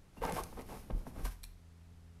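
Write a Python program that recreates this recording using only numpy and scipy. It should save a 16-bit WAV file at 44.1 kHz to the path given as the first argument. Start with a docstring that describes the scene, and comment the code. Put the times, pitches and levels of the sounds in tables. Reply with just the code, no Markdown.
"""Hands take hold of upholstery fabric with a faint metal ping and tuck it against a wooden chair post.
The cloth hisses, creaks and snaps; its slips and a few knuckle knocks ring the frame.
Then scissors are lifted off the seat with soft knocks, and the microphone stand sways in deep thumps.
A faint motor hum fades in after about a second and stays in the quiet room.
Last come a short drag of the scissor handles and a click of the blades."""
import sys
import numpy as np
from scipy import signal
from scipy.fft import rfft, irfft
from scipy.io import wavfile

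SR = 44100
rng = np.random.default_rng(int(sys.argv[2]) if len(sys.argv) > 2 else 0)


def unload_wav(signal):
    """Save mono or channel-first audio to the path in sys.argv[1] as 16-bit WAV at rate SR, clipped to [-1, 1]."""
    wavfile.write(
        sys.argv[1],
        SR,
        np.round(np.clip(np.atleast_2d(signal).T, -1, 1) * 32767).astype(np.int16),
    )


N = 97020
T = np.arange(N) / SR

# chair frame modes: freq_hz, gain_db, t60_s
FRAME_MODES = [(129, -7.5, 0.076), (176.5, -4.5, 0.048), (231.6, -3.5, 0.062), (277.6, -6, 0.068),
               (400.5, -7, 0.066), (493.4, -3.5, 0.063), (637, -8.5, 0.04), (769, -4.5, 0.054),
               (896, -7, 0.072), (1073, -5.5, 0.038), (1249, -6, 0.028), (1575, -13, 0.056),
               (2138, -20.5, 0.11)]
# dense, short-lived ringing of the wood: freq_hz, gain_db
WOOD_SPECTRUM = [(80, -29), (200, 8.5), (1000, -0.5), (1500, -9.5), (2500, -12.5), (4000, -19.5),
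                 (9000, -33)]
# finger pushes: start_s, rise_s, hold_s, level_db, bass_db
STROKES = [(0.168, 0.0022, 0.0055, -61, 12), (0.207, 0.022, 0.028, -38.5, -10),
           (0.266, .012, 0.015, -37.5, -8.5), (0.304, 0.007, 0.015, -46, -2),
           (0.355, 0.009, 0.033, -40.5, -8.5), (0.56, 0.014, 0.024, -49.5, 2.5),
           (0.678, 0.013, 0.069, -51, 1.5), (1.136, 0.034, 0.029, -55, 5)]
SLIPS_PER_S, SLIP_SPREAD_DB, FRICTION_DB, BASS_HZ = 2000, 3.5, -1.5, 390

def rubbing():
    """Cloth sticks and slips on the wood during each stroke and rings the frame; a flat hand adds bass."""
    out = np.zeros(N)
    for start_s, rise_s, hold_s, level_db, bass_db in STROKES:
        force = amp(level_db) * swell(start_s, rise_s, hold_s, decay_s=0.021)
        rub = scrape(force, FRAME_MODES)
        rub += amp(FRICTION_DB) * force * colour(grains(SLIPS_PER_S, SLIP_SPREAD_DB), WOOD_SPECTRUM)
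        bass = signal.sosfiltfilt(signal.butter(2, BASS_HZ, fs=SR, output="sos"), rub + 1e-18)
        out += rub + (amp(bass_db) - 1) * bass
    return out


# taut cloth gripping the wood: start_s, level_db, pitch_hz
CREAKS = [(0.218, -32, 498), (0.2342, -30.5, 916), (0.250, -45, 990), (0.289, -32, 816),
          (0.304, -42, 547.5), (0.364, -35.5, 751.4), (0.382, -34, 1100), (0.397, -37.5, 391.2),
          (0.691, -48, 650), (0.722, -42.5, 851)]

def creaks():
    """For a few milliseconds the slips lock into a regular, wavering pitch."""
    out = np.zeros(N)
    for start_s, level_db, pitch_hz in CREAKS:
        waver = 0.053 * unit(soften(rng.standard_normal(N), corner_hz=195))
        cycles = np.cumsum(pitch_hz * (1 + waver)) / SR
        envelope = swell(start_s, rise_s=0.0043, hold_s=0, decay_s=0.0072)
        out += amp(level_db) * envelope * np.sin(2 * np.pi * cycles)
    return out


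# cloth hiss envelope: time_s, level_db
HISS_LEVEL = [(.12, -82), (.18, -63), (.205, -68), (.236, -50), (.315, -56.5), (.345, -44.5), (.403, -47),
              (.42, -58), (.56, -62), (.61, -58), (.64, -66.5), (.71, -54.5), (.8, -57.5), (.88, -67),
              (.95, -68), (.985, -61.5), (1.05, -69), (1.075, -57.5), (1.125, -67.5), (1.19, -59),
              (1.236, -58), (1.254, -42.5), (1.275, -48.5), (1.3, -59), (1.322, -54), (1.365, -71),
              (1.415, -77.5), (1.46, -65), (1.51, -76), (1.55, -99)]
# brushing fibres: freq_hz, gain_db
HISS_SPECTRUM = [(1000, 3), (2400, 1), (3500, -3), (5500, -1.5), (7500, -5), (10000, -0.5), (12300, 0.5),
                 (14000, -7.5), (16000, -23)]
# thread snaps: start_s, level_db, decay_s, highpass_hz
SNAPS = [(0.252, -40, 0.00083, 1500), (0.2649, -40, 0.00077, 4000), (0.2979, -38.5, 0.00054, 2000),
         (0.3233, -33.5, 0.0012, 1500), (0.407, -44, 0.00088, 4000), (0.4359, -36, 0.0035, 4540),
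         (0.592, -53, 0.001, 1500), (0.6111, -45.5, 0.0007, 1500), (0.619, -46, 0.0012, 3020),
         (1.255, -45.5, 0.0017, 3500)]
# snap noise: freq_hz, gain_db
SNAP_SPECTRUM = [(1500, 5), (2500, 4.5), (3800, -2.5), (5700, 3), (7000, -5.5), (11000, 0), (16000, -21)]
HISS_GAIN_DB, FIBRES_PER_S, FIBRE_SPREAD_DB = -3.5, 8300, 2.5

def cloth():
    """Fibres brush past each other; threads catch and snap free, finer ones sounding thinner."""
    crackle = colour(grains(FIBRES_PER_S, FIBRE_SPREAD_DB), HISS_SPECTRUM)
    out = amp(HISS_GAIN_DB) * level(HISS_LEVEL) * crackle
    crack = noise(SNAP_SPECTRUM)
    for start_s, level_db, decay_s, highpass_hz in SNAPS:
        snap = amp(level_db) * crack * dying(start_s, decay_s)
        out += signal.sosfilt(signal.butter(2, highpass_hz, "high", fs=SR, output="sos"), snap + 1e-18)
    return out


# blows on the frame: start_s, level_db, corner_hz
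KNOCKS = [(0.168, -55, 1510), (0.2364, -44, 2410), (0.2522, -37, 2630), (0.325, -30, 198),
          (0.526, -50.5, 1500), (.592, -50, 3500), (.9000, -43, 1030), (.9058, -46.5, 4580),
          (0.909, -36, 163), (0.947, -40.5, 217), (1.0674, -48, 1910), (1.074, -39.5, 304),
          (1.252, -38.5, 234)]
CRACK_DB = 7

def knocks():
    """Knuckles and scissor handles strike the frame with a woody crack; softer contacts are duller."""
    out = np.zeros(N)
    frame = ringing(FRAME_MODES)
    for start_s, level_db, corner_hz in KNOCKS:
        blow = np.zeros(N)
        blow[int(start_s * SR)] = amp(level_db)
        crack = amp(CRACK_DB) * noise(WOOD_SPECTRUM) * dying(0, decay_s=0.0033)
        out += through(soften(blow, corner_hz), frame + crack)
    return out


# microphone stand sways: start_s, level_db, pitch_hz, decay_s
THUMPS = [(0.201, -37.5, 31, 0.018), (0.918, -26.5, 35.55, 0.043), (1.2227, -30, 43, 0.047),
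          (1.393, -44, 37.6, 0.12)]
# handling rumble envelope: time_s, level_db
RUMBLE_LEVEL = [(0, -60), (.15, -61.5), (.24, -45), (.36, -46), (.48, -50), (.88, -52.5), (.95, -43.5),
                (1.04, -50), (1.2, -46), (1.26, -45.5), (1.37, -67.5), (1.75, -68.5)]
# handling rumble: freq_hz, gain_db
RUMBLE_SPECTRUM = [(20, 2), (35, -5), (60, -3.5), (110, -11.5), (200, -14), (400, -24), (900, -31.5),
                   (6000, -68)]

def stand_thumps():
    """Deep thumps of the microphone stand swaying, over low handling rumble."""
    sway = np.zeros(N)
    for start_s, level_db, pitch_hz, decay_s in THUMPS:
        envelope = swell(start_s, rise_s=0.027, hold_s=0, decay_s=decay_s)
        sway += amp(level_db) * envelope * np.sin(2 * np.pi * pitch_hz * (T - start_s))
    return sway + level(RUMBLE_LEVEL) * noise(RUMBLE_SPECTRUM)


# scissor handle modes: freq_hz, gain_db, t60_s
HANDLE_MODES = [(253, -2, 0.12), (1030, 5, 0.084), (1250, -1, 0.032), (1560, 7.5, 0.038),
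                (1590, -10, 0.038)]
# handles rasping on cloth: freq_hz, gain_db
RASP_SPECTRUM = [(250, -25), (600, 14), (1000, 19), (1550, 5), (2200, -15), (5000, -29)]
DRAG_DB, RASP_GAIN_DB, CATCHES_PER_S = -48, -2, 990

def scissor_drag():
    """The handles catch on the cloth and ring as they drag off the seat."""
    force = amp(DRAG_DB) * swell(start_s=1.246, rise_s=0.007, hold_s=0, decay_s=0.024)
    ring = scrape(force, HANDLE_MODES)
    rasp = colour(grains(CATCHES_PER_S, FIBRE_SPREAD_DB), RASP_SPECTRUM)
    return ring + amp(RASP_GAIN_DB) * force * rasp


# blade contacts: start_s, level_db, grit_gain_db
CLICKS = [(1.4332, -55, 8), (1.437, -56.5, -1), (1.4398, -43.5, -5.5), (1.449, -60, 6)]
# blade modes: freq_hz, gain_db, t60_s
BLADE_MODES = [(923, -15, 0.049), (2404, -10, 0.04), (2670, -20, 0.17), (4150, 7, 0.0089),
               (4140, -12.5, 0.06), (5530, -6.5, 0.028)]
# steel on steel: freq_hz, gain_db
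GRIT_SPECTRUM = [(2500, -11.5), (6800, -8.5), (8800, -0.5), (13000, -1.5), (16000, -24)]

def scissor_click():
    """The blades grind, then close with a short ring."""
    taps, grit_envelope = np.zeros(N), np.zeros(N)
    for start_s, level_db, grit_gain_db in CLICKS:
        taps[int(start_s * SR)] += amp(level_db)
        grit_envelope += amp(level_db + grit_gain_db) * dying(start_s, decay_s=0.0036)
    return through(taps, ringing(BLADE_MODES)) + grit_envelope * noise(GRIT_SPECTRUM)


def ping(start_s=0.174, level_db=-60.5, pitch_hz=2760, decay_s=0.022):
    """A small metal part rings briefly as the hands take hold."""
    return amp(level_db) * dying(start_s, decay_s) * np.sin(2 * np.pi * pitch_hz * (T - start_s))


# motor harmonics: multiple, level_db
HUM_HARMONICS = [(1, -60.5), (2, -68.5), (3, -76), (5, -83)]
# hum envelope: time_s, gain_db
HUM_GAIN = [(0, -58.5), (1.1, 0), (1.4, -0.5), (2.2, 3)]
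# pitch waver: rate_hz, gain_db
WAVER_SPECTRUM = [(1, -3.5), (6, 2), (40, -48)]

def motor(pitch_hz=84.04, waver_rms=0.0078):
    """A distant motor's hum fades in, its pitch wavering slightly."""
    turns = np.cumsum(pitch_hz * (1 + waver_rms * noise(WAVER_SPECTRUM))) / SR
    hum = np.zeros(N)
    for multiple, level_db in HUM_HARMONICS:
        hum += amp(level_db) * np.sqrt(2) * np.sin(2 * np.pi * (multiple * turns + rng.random()))
    return hum * level(HUM_GAIN)


# room air: freq_hz, gain_db
AIR_SPECTRUM = [(15, -40), (25, -3), (91, -6), (150, -16), (380, -22), (1140, -27),
                (11800, -40), (15500, -55)]

def air(level_db=-64.5):
    """Still room air: a steady, low noise."""
    return amp(level_db) * noise(AIR_SPECTRUM)


def room(x, gain_db=-13, t60_s=0.41, delay_s=0.0091):
    """A furnished room adds a short diffuse tail."""
    tail = rng.standard_normal(N) * dying(delay_s, t60_s / np.log(1000))
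    return x + amp(gain_db) * through(x, tail / np.linalg.norm(tail))


def scrape(force, modes):
    """Stick-slip impulses under a force ring a set of modes."""
    response = ringing(modes)
    slips = force * unit(grains(SLIPS_PER_S, SLIP_SPREAD_DB))
    return through(slips, response / np.linalg.norm(response))


def ringing(modes):
    """Impulse response of a set of modes, with alternating signs."""
    return sum((-1) ** k * amp(gain_db - 60 * T / t60_s) * np.sin(2 * np.pi * freq_hz * T)
               for k, (freq_hz, gain_db, t60_s) in enumerate(modes))


def grains(per_s, spread_db):
    """Random impulses of uneven size."""
    sizes = amp(spread_db * np.minimum(rng.exponential(1, N), 4))
    signs = rng.choice([-1, 1], N)
    return sizes * signs * (rng.random(N) < per_s / SR)


def colour(x, spectrum):
    """Shape a signal by (freq_hz, gain_db) points; rms 1."""
    freq_hz, gain_db = np.transpose(spectrum)
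    bins_hz = np.maximum(np.fft.rfftfreq(N, 1 / SR), 1)
    gain = amp(np.interp(np.log(bins_hz), np.log(freq_hz), gain_db))
    low_cut = np.minimum(bins_hz / freq_hz[0], 1)
    return unit(irfft(rfft(x) * gain * low_cut, N))


def noise(spectrum):
    """Coloured noise of rms 1."""
    return colour(rng.standard_normal(N), spectrum)


def soften(x, corner_hz):
    """Second-order low-pass."""
    return signal.sosfilt(signal.butter(2, corner_hz, fs=SR, output="sos"), x + 1e-18)


def through(x, response):
    """Convolve with an impulse response."""
    return signal.fftconvolve(x, response)[:N]


def swell(start_s, rise_s, hold_s, decay_s):
    """Envelope that rises, holds and decays."""
    attack = np.clip((T - start_s) / rise_s, 0, 1)
    return attack * np.exp(-np.maximum(T - start_s - rise_s - hold_s, 0) / decay_s)


def dying(start_s, decay_s):
    """Envelope that jumps to 1 and decays."""
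    return (T >= start_s) * np.exp(-np.maximum(T - start_s, 0) / decay_s)


def level(points):
    """Gain over time from (time_s, level_db) points."""
    return amp(np.interp(T, *np.transpose(points)))


def amp(db):
    """Decibels to gain."""
    return 10 ** (np.asarray(db) / 20)


def unit(x):
    """Scale to rms 1."""
    return x / np.sqrt(np.mean(x ** 2) + 1e-20)


def scene():
    """Mono mix; only the contact sounds get the room tail."""
    contacts = rubbing() + creaks() + knocks() + cloth() + ping() + scissor_click() + scissor_drag()
    return (room(contacts) + stand_thumps() + motor() + air())[None]


CUTOFF_HZ = 15800

def record(dry):
    """Steep zero-phase low-pass."""
    return signal.sosfiltfilt(signal.butter(16, CUTOFF_HZ, fs=SR, output="sos"), dry)


dry = scene()
out = record(dry)
unload_wav(out)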